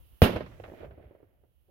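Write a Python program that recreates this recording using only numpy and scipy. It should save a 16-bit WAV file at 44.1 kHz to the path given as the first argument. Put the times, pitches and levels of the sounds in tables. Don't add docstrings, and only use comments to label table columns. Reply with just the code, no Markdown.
import sys
import numpy as np
from scipy import signal
from scipy.fft import rfft, irfft
from scipy.io import wavfile

SR = 44100
rng = np.random.default_rng(int(sys.argv[2]) if len(sys.argv) > 2 else 0)


def generate_wav(signal):
    frames = np.transpose(np.atleast_2d(signal))
    scaled = np.clip(frames, -1, 1) * 32767
    pcm = np.round(scaled).astype(np.int16)
    wavfile.write(sys.argv[1], SR, pcm)


N = 74970
SHOT_S = 0.2186


def undb(db):
    return 10 ** (np.asarray(db) / 20)


def at_hz(points, hz):
    freqs, values = np.array(points, float).T
    return np.interp(np.log(np.maximum(hz, 1)), np.log(freqs), values)


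def gain_curve(points):
    times, levels = np.array(points, float).T
    return undb(np.interp(np.arange(N) / SR, times, levels))


def since(start):
    return np.maximum(np.arange(N) / SR - start, 0)


def add(track, start, sound):
    part = track[int(start * SR):][:len(sound)]
    part += sound[:len(part)]


def colour(x, points, size=4096):
    gain = undb(at_hz(points, np.fft.rfftfreq(size, 1 / SR)))
    cepstrum = irfft(np.log(gain))
    cepstrum[1:size // 2] *= 2
    cepstrum[size // 2 + 1:] = 0
    impulse = irfft(np.exp(rfft(cepstrum)))[None, :size // 2]
    return signal.oaconvolve(np.atleast_2d(x), impulse, axes=1)[:, :N].reshape(x.shape)


def fade_bands(x, db_per_s, size=512):
    hz, t, frames = signal.stft(x, SR, nperseg=size)
    loss_db = np.outer(db_per_s(hz), np.maximum(t - SHOT_S, 0))
    return signal.istft(frames * undb(-loss_db), SR)[1][:, :N]


def ports(shared, own):
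    # f/Hz, shared part of the power (clipped to 0-1)
    likeness = [(60, 0.74), (150, 1.4), (330, 0.25), (650, 0.52), (1200, -0.35), (16000, -0.5)]
    share = np.clip(at_hz(likeness, np.fft.rfftfreq(N, 1 / SR)), 0, 1)
    return irfft(rfft(shared) * np.sqrt(share) + rfft(own) * np.sqrt(1 - share), N)


def reflections(per_s, spread_db=3.5):
    arrivals = rng.random((3, N)) < per_s / SR
    polarity = np.sign(rng.standard_normal((3, N)))
    sizes = undb(spread_db * rng.standard_normal((3, N)))
    hail = arrivals * polarity * sizes
    hail /= hail.std()
    return ports(hail[0], hail[1:])


def wind():
    # t/s, level/dB
    gusts = [(0, -30.5), (0.08, -43), (0.14, -34.5), (0.19, -45.5), (0.4, -40), (1.3, -51), (1.7, -49)]
    # f/Hz, level/dB
    spectrum = [(20, -7.5), (65, 7.5), (120, -3), (220, -17.5), (600, -25), (1400, -39), (4000, -59.5)]
    return colour(rng.standard_normal((2, N)), spectrum) * gain_curve(gusts)


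def thin_hiss():
    # t/s, level/dB
    levels = [(0, -64), (0.21, -63.5), (0.4, -74), (0.75, -69), (0.95, -76.5), (1.4, -79), (1.7, -75)]
    # f/Hz, level/dB
    spectrum = [(500, 1), (2200, -7), (3000, 2), (3800, -8), (8000, -18), (10000, -8), (12000, -1),
                (14000, -5), (16000, 0)]
    lean_left = undb([[1], [-1]])
    return colour(rng.standard_normal((2, N)) * lean_left, spectrum) * gain_curve(levels)


def muzzle_blast(right_lag_s=0.00013):
    # t/s, level/dB, length of the overpressure/ms
    fronts = [(0.219, 0, 0.34), (0.2204, -8.5, .5)]
    # f/Hz, level/dB
    tone = [(30, -10), (150, -0.5), (450, 14), (900, -1), (2800, -6.5), (5000, -8.5), (8000, -23.5),
            (11500, -12), (16000, -2)]
    pressure = np.zeros((2, N))
    for start, db, length_ms in fronts:
        age = np.array([since(start), since(start + right_lag_s)])
        lengths = age * 1000 / length_ms
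        pressure += undb(db) * (age > 0) * (1 - lengths) * np.exp(-np.minimum(lengths, 20))
    return colour(pressure, tone)


def boom(start_s=0.2216, pitch_hz=100, sag=0.18, db=-0.5, rise_s=0.0027, decay_s=0.0072):
    age = since(start_s)
    rise = 1 - np.exp(-age / rise_s)
    decay = np.exp(-age / decay_s)
    hz = pitch_hz * (1 - sag * (1 - decay))
    return undb(db) * np.sin(2 * np.pi * hz * age) * rise * decay


def bushes(rise_s=0.0012, thicket_s=0.042, beyond_db=-6.5):
    # f/Hz, level/dB
    spectrum = [(25, -5.5), (50, 0.5), (100, 0), (180, 5), (450, -4.5), (700, -9.5), (1100, -9.5),
                (2000, -16.5), (2900, -14), (5000, -27), (8000, -42), (11500, -26), (16000, -34.5)]
    # f/Hz, t60/s
    t60 = [(40, .3), (100, 0.48), (250, .52), (700, 0.49), (2500, 0.43), (5000, 0.42), (12000, 0.29)]
    age = since(SHOT_S)
    hail = fade_bands(reflections(per_s=9000), lambda hz: 60 / at_hz(t60, hz))
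    beyond = 1 - 1 / (1 + (age / thicket_s) ** 8)
    rise = 1 - np.exp(-age / rise_s)
    return colour(hail * undb(beyond_db * beyond) * rise, spectrum)


def tree_lines(rise_s=0.00081, slap_width_s=0.00041, treble_hz=880):
    # t/s, cluster level/dB, decay/s, treble gain/dB, slap level/dB
    echoes = [(0.257, -9, 0.025, 4.5, -13), (0.292, -10.5, .008, -7, -17), (0.333, -20.5, 0.036, -2, -31),
              (0.359, -10.5, 0.013, 3.5, -23), (0.406, -20.5, 0.013, 5.5, -25), (0.46, -37, 0.014, 15, -65),
              (0.512, -52.5, 0.036, 23, -68), (0.598, -22.5, 0.0074, -2, -43.5),
              (0.637, -26, 0.019, 11, -64), (0.679, -26.5, 0.017, -8, -58), (0.698, -19.5, 0.0024, -3, -38),
              (0.717, -24, 0.011, -8, -34), (0.735, -27, 0.0086, -13, -34), (0.803, -27.5, 0.06, -2.5, -64),
              (0.832, -35, 0.027, 2, -30), (0.908, -35.5, 0.011, 9.5, -54),
              (0.975, -27, 0.0081, -14, -47.5), (0.995, -29.5, 0.01, -14, -47),
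              (1.038, -34, 0.0096, -8, -57), (1.108, -33.5, 0.013, -3, -48.5),
              (1.149, -40.5, 0.013, 6, -42.5), (1.201, -35.5, 0.011, -17, -51),
              (1.228, -32, 0.012, -7, -80), (1.435, -43.5, 0.019, -2.5, -55), (1.68, -44, .03, -13.5, -73)]
    # f/Hz, level/dB
    tone = [(30, -10.5), (90, 2.5), (170, -12.5), (350, -1.5), (620, 0), (800, -9), (1100, -13.5),
            (1800, -16), (3200, -25.5), (5000, -35), (8000, -49.5), (12000, -40.5), (16000, -52)]
    age = np.arange(8192) / SR
    swing = np.minimum(age / slap_width_s - 5, 8)
    slap = -swing * np.exp((1 - swing ** 2) / 2)
    body_gain, treble_gain, slaps = np.zeros((3, N))
    for start, db, decay_s, treble_db, slap_db in echoes:
        cluster = undb(db) * np.exp(-age / decay_s) * (1 - np.exp(-age / rise_s))
        add(body_gain, start, cluster)
        add(treble_gain, start, undb(treble_db) * cluster)
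        add(slaps, start, undb(slap_db) * slap)
    hail = reflections(per_s=3800)
    body = signal.sosfiltfilt(signal.butter(2, treble_hz, fs=SR, output="sos"), hail)
    treble = hail - body
    return colour(body_gain * body + treble_gain * treble + slaps, tone)


def hill():
    # t/s, level/dB
    roll_levels = [(0.3, -53), (0.45, -64), (0.55, -45), (0.62, -44), (0.73, -41), (0.78, -35),
                   (0.85, -32.5), (0.89, -59), (0.95, -45.5), (1.03, -41.5), (1.12, -47), (1.25, -53.5),
                   (1.34, -53), (1.42, -58.5), (1.56, -67.5), (1.7, -64.5)]
    rumble_levels = [(0.25, -33), (0.37, -25.5), (0.47, -23.5), (0.58, -28), (0.66, -28.5), (0.77, -36),
                     (0.83, -27), (0.9, -22), (0.97, -37.5), (1.06, -26.5), (1.13, -48), (1.27, -44.5),
                     (1.35, -50.5), (1.45, -42), (1.55, -60), (1.7, -62)]
    # f/Hz, level/dB
    roll_spectrum = [(60, -15), (180, -11), (350, -1.5), (620, 0), (800, -8), (1100, -15), (2000, -10.5),
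                     (3200, -16), (5000, -24), (8000, -39), (16000, -51.5)]
    rumble_spectrum = [(25, -21.5), (50, -3), (85, 1), (120, -4.5), (180, -14.5), (350, -27), (1000, -52.5),
                       (4000, -82.5)]
    after_shot = since(SHOT_S) > 0
    roll = reflections(per_s=2400) * gain_curve(roll_levels) * after_shot
    rumble = reflections(per_s=1500) * gain_curve(rumble_levels) * after_shot
    return colour(roll, roll_spectrum) + colour(rumble, rumble_spectrum)


def air_loss(returns, db_per_s_at_1khz=3.57):
    return fade_bands(returns, lambda hz: db_per_s_at_1khz * (hz / 1000) ** 1.2)


def faint_high_hiss():
    # t/s, level/dB
    levels = [(0.35, -100), (0.48, -71), (0.72, -73), (0.85, -78), (0.97, -100)]
    # f/Hz, level/dB
    spectrum = [(3000, -6.5), (6000, 1), (9000, -7.5), (12000, -6), (16000, -10)]
    return colour(rng.standard_normal((2, N)), spectrum) * gain_curve(levels)


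def scene():
    far = air_loss(tree_lines() + hill())
    high_hiss = faint_high_hiss()
    near = muzzle_blast() + boom() + bushes()
    return near + far + high_hiss + wind() + thin_hiss()


def record(dry, ceiling=1.7, top_hz=15900):
    # f/Hz, level/dB
    imbalance = [(60, 3), (170, 1), (350, 8.8), (700, 1.7), (1400, 4), (2800, 9), (5200, 4.5), (8000, 10),
                 (12000, 13), (16000, 5.3)]
    left = colour(dry[0], [(hz, -db / 2) for hz, db in imbalance])
    right = colour(dry[1], [(hz, db / 2) for hz, db in imbalance])
    rounded = ceiling * np.tanh(np.array([left, right]) / ceiling)
    return signal.sosfilt(signal.ellip(10, 0.2, 80, top_hz, fs=SR, output="sos"), rounded)


dry = scene()
out = record(dry)
generate_wav(out)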